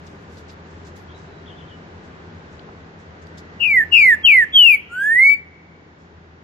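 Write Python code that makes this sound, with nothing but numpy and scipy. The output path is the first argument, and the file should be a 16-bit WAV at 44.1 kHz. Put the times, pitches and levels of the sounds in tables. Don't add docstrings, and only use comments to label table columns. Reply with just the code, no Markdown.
import sys
import numpy as np
from scipy import signal
from scipy.fft import rfft, irfft
from scipy.io import wavfile
from scipy.ndimage import uniform_filter1d, minimum_filter1d

SR = 44100
rng = np.random.default_rng(int(sys.argv[2]) if len(sys.argv) > 2 else 0)


def digitize_waveform(pressure):
    field = np.atleast_2d(pressure).T
    bounded = np.clip(field, -1, 1)
    quanta = np.round(bounded * 32767).astype(np.int16)
    wavfile.write(sys.argv[1], SR, quanta)


def invert_db(level):
    return 10 ** (np.asarray(level, dtype=float) / 20)


N = 283563
TIME, HZ = np.arange(N) / SR, np.fft.rfftfreq(N, 1 / SR)


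def rms_one(x):
    return x / np.sqrt(np.mean(x ** 2) + 1e-20)


def at_hz(points, hz, axis=1):
    points = np.array(points)
    return np.interp(np.log(np.maximum(hz, 1)), np.log(points[:, 0]), points[:, axis])


def drift(rate_hz):
    knots = rng.standard_normal(size=4003)
    return np.interp(TIME * rate_hz, np.arange(knots.size), knots)


def town():
    # f/Hz, density/dB
    spectrum = [(15, -52), (25, -29.5), (48, -25.5), (75, -3), (91, 0.5), (108, -8.5), (165, -4.5),
                (231, -8), (401, -7.5), (574, -12.5), (1290, -16), (1530, -14.5), (2470, -24),
                (6740, -39.5), (7600, -45.5), (9880, -84.5), (16700, -120)]
    # f/Hz, left over right/dB
    balance = [(60, 4), (110, -1), (200, 2.5), (380, 2), (700, 1), (1290, -1.0), (2380, 0.5), (4400, 5),
               (8120, -2), (15000, 2)]
    # f/Hz, common share/1, left lag/rad
    likeness = [(60, 1, .12), (150, 0.94, 0.27), (303.5, 0.95, 0.2), (600, 0.14, 0.19), (900, 0.42, 1.1),
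                (1406, 0.43, 3.13), (2790, 0.13, 4.5), (8000, 0.055, 4.7)]
    level_db = -41.5
    common, left, right = rfft(rng.standard_normal((3, N)))
    share = np.clip(at_hz(likeness, HZ), 0, 1)
    late = np.exp(-1j * at_hz(likeness, HZ, axis=2))
    pair = np.array([common * late, common]) * np.sqrt(share)
    pair = pair + np.array([left, right]) * np.sqrt(1 - share)
    colour = invert_db(at_hz(list(spectrum[:-2]) + [(9000, -59), (16000, -68)], HZ))
    sides = invert_db(at_hz(balance, HZ) * np.array([[.5], [-.5]]))
    noise = irfft(pair * colour * sides, N)
    return invert_db(level_db + 0.48 * drift(2)) * noise / np.std(noise.mean(0))


def motor():
    # f/Hz, level/dB
    orders = [(41., -65.5), (82., -48.5), (164., -50.5), (205., -57.5), (410., -59), (1207., -67.5)]
    throb = 1 + .28 * np.sin(2 * np.pi * 6.84 * TIME)
    wander = np.cumsum(1 + .002 * drift(1.5)) / SR
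    hum = np.zeros(N)
    for hz, db in orders:
        hum += invert_db(db + 0.99 * drift(1.9)) * np.sin(2 * np.pi * hz * wander + hz)
    return np.sqrt(2) * throb * hum * invert_db([[.6], [-.6]])


def hops():
    # t/s, length/s, perch/dB, feathers/dB, wires/dB
    cage_moves = [(.002, 0.21, -68, -60, -72), (0.061, 0.026, -49, -51, -86), (0.173, .14, -75, -66, -74),
                  (0.28, 0.17, -61, -57, -69), (.366, 0.053, -51, -54, -65),
                  (0.477, 0.05, -44.5, -50.5, -80), (.621, 0.3, -67, -60.5, -85),
                  (0.844, 0.056, -50, -49, -80), (0.952, 0.053, -52, -51, -60),
                  (1.147, 0.13, -70, -56.5, -85), (2.031, .06, -72, -59, -85),
                  (2.507, 0.083, -72, -59, -85), (2.98, 0.066, -68, -59, -85), (3.213, .035, -64, -55, -85),
                  (3.262, 0.032, -66, -59, -70), (3.37, 0.038, -45, -46, -61), (5.971, .12, -75, -65, -90)]
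    # centre f/Hz, left over right/dB
    cage_parts = [
        (4200, 1),
        (6100, -0.5),
        (10900, 3),
    ]
    # t/s, peak
    # level/dB, length/s, centre f/Hz, left over right/dB
    ticks = [(.49, -45, .015, 2700, 0), (.37, -43, .0056, 4200, 6), (.505, -64, .04, 11500, .6),
             (.862, -64, .03, 11500, .6), (.96, -64, .02, 13500, 1.5), (1.005, -65, .04, 11500, -3),
             (2.593, -41, .0046, 3500, 16), (2.684, -33, .01, 760, 1.2), (2.685, -37, .012, 1080, -8),
             (3.269, -46, .0043, 4500, 7), (3.376, -49, .007, 3600, -2), (4.437, -47, .012, 6000, 1.2),
             (5.285, -40.5, .055, 2850, 2)]
    out, size = np.zeros((2, N)), 20000
    contacts = []
    for s, length, *levels in cage_moves:
        for db, (hz, pan_db) in zip(levels, cage_parts):
            contacts.append((s, db, length, hz, pan_db))
    for s, peak_db, length, hz, pan_db in contacts + list(ticks):
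        grains = np.repeat(rng.exponential(1, size // 50), 50) ** 0.35
        scratch = rng.standard_normal((3, size)) * grains
        t = TIME[:size] / length
        shape = np.minimum(3 * t, 1) * np.exp(-1.5 * t ** 2)
        width = .04 if 11000 < hz < 12200 else .22
        sos = signal.butter(3, [hz * (1 - width), hz * (1 + width)], "band", fs=SR, output="sos")
        burst = rms_one(signal.sosfilt(sos, scratch)) * shape
        pair = 0.43 * burst[0] + 1.1 * burst[1:]
        at = int(s * SR)
        out[:, at:at + size] += invert_db(peak_db - 5) * pair * invert_db([[pan_db / 2], [-pan_db / 2]])
    return out


def voice(rows, edge_s):
    s, *columns = np.transpose(rows)
    span = slice(int(s[0] * SR), int(s[-1] * SR))
    t = TIME[span]
    edge = np.clip(np.minimum(t - t[0], t[-1] - t) / edge_s, 0, 1)
    return span, edge, [np.interp(t, s, c) for c in columns]


def yard(x, echo_db, tail_db):
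    echo_t60_s, tail_t60_s = 0.21, 1.35
    t = TIME[:SR]
    sparse = rng.standard_normal((2, SR)) * (rng.random((2, SR)) < 900 / SR)
    echoes = sparse * invert_db(-60 * t / echo_t60_s) * (t > .004)
    tail = rng.standard_normal((2, SR)) * invert_db(-60 * t / tail_t60_s) * (t > .02)
    response = invert_db(echo_db) * rms_one(echoes) + invert_db(tail_db) * rms_one(tail)
    response = signal.lfilter([.8], [1, -.22], response)
    return signal.fftconvolve(x[None], response / np.sqrt(SR), axes=1)[:, :N]


def far_bird():
    # t/s, f/Hz, level/dB
    slur = [(1.08, 2750, -68), (1.098, 3300, -59), (1.125, 3750, -66), (1.2, 3800, -69), (1.33, 3950, -73),
            (1.41, 3950, -71)]
    # t after start/s, f/Hz, relative level/dB
    chirp = [(0, 3055, 2), (.012, 3744, -7), (.023, 3300, 4), (.039, 2770, -6), (.055, 3050, -3),
             (.085, 3093, -14)]
    # t/s, level/dB
    chirp_starts = [
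        (1.458, -51),
        (1.563, -55),
        (1.668, -55),
    ]
    waver_hz = [150, 50, 80, 80]
    out, waver, flutter = np.zeros(N), drift(160), drift(60)
    calls = [slur] + [np.add(chirp, (s, 0, db)) for s, db in chirp_starts]
    for rows, depth_hz in zip(calls, waver_hz):
        span, edge, (hz, level_db) = voice(rows, 0.0027)
        phase = 2 * np.pi * np.cumsum(hz + depth_hz * waver[span]) / SR
        level_db = level_db + depth_hz / 40 * flutter[span]
        out[span] += np.sqrt(2) * invert_db(level_db) * edge * np.sin(phase)
    out += invert_db(-.8) * np.roll(out, int(.021 * SR))
    return out * invert_db([[3], [-4]]) + yard(out, echo_db=-4, tail_db=-14)


def note_warble(warbles):
    opening_share, grows_s, stops_s, slowing = .25, .06, .008, 330
    warble = np.zeros(N)
    for start, end, rate, depth_hz in warbles:
        since = TIME - start
        fade = np.minimum(opening_share + since / grows_s, (end - TIME) / stops_s)
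        fade = np.clip(fade, 0, 1) * (since > 0)
        warble += depth_hz * fade * np.sin(2 * np.pi * (rate - slowing * since) * since)
    return warble


def song():
    # t/s, f/Hz, level/dB
    whistles = [
        [(3.59, 2837, -65), (3.606, 2830, -22.5), (3.632, 2754, -16), (3.678, 2464, -17.5), (3.746, 2129, -14),
         (3.784, 1925, -10), (3.816, 1740, -17.5), (3.84, 1797, -24.5)],
        [(3.908, 2880, -53), (3.926, 2813, -14), (3.948, 2772, -8.5), (4.016, 2324, -11), (4.09, 1988, -9),
         (4.142, 1718, -14), (4.16, 1700, -38)],
        [(4.228, 3300, -58), (4.25, 3234, -11.5), (4.278, 2693, -7), (4.32, 2293, -10), (4.39, 1961, -9.5),
         (4.44, 1724, -18), (4.447, 1683, -27)],
        [(4.522, 3410, -50.5), (4.54, 3365, -24.5), (4.558, 3274, -10.5), (4.586, 3063, -8.5),
         (4.654, 2808, -7), (4.748, 2250, -13), (4.77, 2167, -35.5)],
        [(4.89, 1356, -55.5), (4.929, 1412, -31), (5.039, 1652, -18), (5.155, 1899, -14.5), (5.209, 2090, -9),
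         (5.259, 2225, -9.5), (5.293, 2271, -11.5), (5.338, 2284, -13.5), (5.354, 2275, -27)],
    ]
    # start t/s, end t/s, rate/Hz, depth/Hz
    warbles = [
        (3.597, 3.669, 146.5, 169.6),
        (3.922, 3.994, 132.2, 162),
    ]
    blurs = [.28, .33, .36, .2, .14]
    # air under tone/dB, overtones/dB, low overtones/dB,
    # beak resonance at middle pitch f/Hz, beak lift/dB
    moods = [(-43.5, -5.5, -0.5, 13000, 4.5), (-43, -2, 4.5, 11000, 4.5), (-44, -6, 4.5, 11200, 8.5),
             (-49, -0.7, -2.8, 11500, 15), (-49.5, -4, 2, 10400, 7)]
    # multiple/1, level under fundamental/dB
    overtones = [(2, -41), (3, -49.5), (4, -49), (5, -46.5), (6, -49), (7, -47.5), (8, -48), (9, -50.5),
                 (10, -47)]
    # f/Hz, level/dB
    beak_colour = [(2700, 28.5), (3050, 8), (3400, 1.5), (3800, -11), (4500, 5), (5200, -0.5), (6000, -2.5),
                   (7000, 8), (8200, 1.5), (9500, 3), (11000, -1), (12200, 6.5), (14300, -0.5),
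                   (15700, -5.5)]
    middle_hz, beak_follows, lift_db_per_octave = 2520, 1.95, -2.5
    high_db_per_octave = -7
    full_db, soft_air, soft_low = -8, .15, 0.22
    out, tremor, wobble = np.zeros((2, N)), drift(55), drift(300)
    warble = note_warble(warbles)
    air_colour = invert_db(at_hz(beak_colour, HZ)) * (HZ > 3500)
    air = rms_one(irfft(rfft(rng.standard_normal((2, N))) * air_colour, N))
    unsteady = [2.5 * drift(22) + 4 * drift(450) for row in overtones]
    for rows, (air_db, more_db, low_db, beak_hz, beak_db), blur in zip(whistles, moods, blurs):
        span, edge, (glide_hz, level_db) = voice(rows, 0.0025)
        soft_db = full_db - level_db
        beak_hz = beak_hz + beak_follows * (glide_hz - middle_hz)
        beak_db = beak_db + lift_db_per_octave * np.log2(glide_hz / middle_hz)
        hz = uniform_filter1d(glide_hz, size=500) + warble[span] + 6 * tremor[span]
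        phase = 2 * np.pi * np.cumsum(hz) / SR
        tone = np.sin(phase) + invert_db(air_db + soft_air * soft_db) * air[:, span]
        for (k, under_db), chance in zip(overtones, unsteady):
            lift_db = beak_db * np.exp(-((k * hz - beak_hz) / 1500) ** 2)
            lift_db += high_db_per_octave * np.log2(hz / middle_hz) / (1 + (7500 / k / hz) ** 8)
            lift_db += (low_db + soft_low * soft_db) / (1 + (k * hz / 7500) ** 8)
            gain = invert_db(under_db + more_db + lift_db + at_hz(beak_colour, k * hz) + chance[span])
            overtone = np.sin(k * (phase + blur * wobble[span]) + k * k)
            tone += gain * (k * hz < .4 * SR) * overtone
        out[:, span] += np.sqrt(2) * invert_db(uniform_filter1d(level_db, size=200)) * edge * tone
    return out


def at_ports(x):
    # f/Hz, left over right/dB, left lead/rad
    wall = [(1350, 3, -0.15), (1670, -3.5, 0.54), (1950, -2.5, 1.4), (1860, 1.5, 0.8), (2050, -6, 0.019),
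            (2268, 2.5, -1.3), (2446, 9.5, 0.24), (2720, 25, 1.4), (2863, 5.5, 0.67), (3300, 0, 1.6),
            (5050, 3.5, 1.8), (8980, -1, 0.97), (13000, 3, 1.2)]
    ratio = invert_db(at_hz(wall, HZ)) * np.exp(1j * at_hz(wall, HZ, axis=2))
    right = 2 / np.abs(1 + ratio) * np.exp(-.5j * np.angle(ratio))
    return irfft(rfft(x) * np.array([right * ratio, right]), N)


def scene():
    gain_db, duck_db, duck_middle_s, duck_spread_s = -1.18, -6, 4.36, .17
    background_db = gain_db + duck_db / (1 + np.exp((duck_middle_s - TIME) / duck_spread_s))
    background = (town() + motor()) * invert_db(background_db)
    bird = song()
    near_song = at_ports(bird) + yard(bird.mean(0), echo_db=-9, tail_db=-32)
    return background + hops() + far_bird() + near_song


def limiter(x):
    room = np.minimum(1, .99 / np.maximum(np.abs(x), 1e-9))
    return x * uniform_filter1d(minimum_filter1d(room, size=400), size=400)


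def drop_weak_bands(x):
    # f/Hz, level per bin/dB
    floor = [(3000, -130), (7500, -130), (7700, -99), (8100, -99), (9500, -105), (16000, -108)]
    mask_db = 53.5
    hz, t, z = signal.stft(x, SR, nperseg=2048, noverlap=1024)
    bands = z[:, :1024].reshape(2, 64, 16, -1)
    level = 10 * np.log10(np.mean(np.abs(bands) ** 2, axis=(0, 2)) + 1e-20)
    centre = hz[8:1024:16, None]
    chance_db = 9 * uniform_filter1d(rng.standard_normal(level.shape), size=4)
    masked = level.max(0) - mask_db + chance_db
    kept = (level > np.maximum(at_hz(floor, centre), masked)) | (centre < 3000)
    z[:, :1024] = (bands * np.where(kept, 1, .02)[None, :, None]).reshape(2, 1024, -1)
    return signal.istft(z, SR, nperseg=2048, noverlap=1024)[1][:, :N]


def top_cut(x):
    return signal.sosfilt(signal.butter(12, 15680, fs=SR, output="sos"), x)


def record(dry):
    mix = drop_weak_bands(limiter(dry))
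    return top_cut(mix)


dry = scene()
out = record(dry)
digitize_waveform(out)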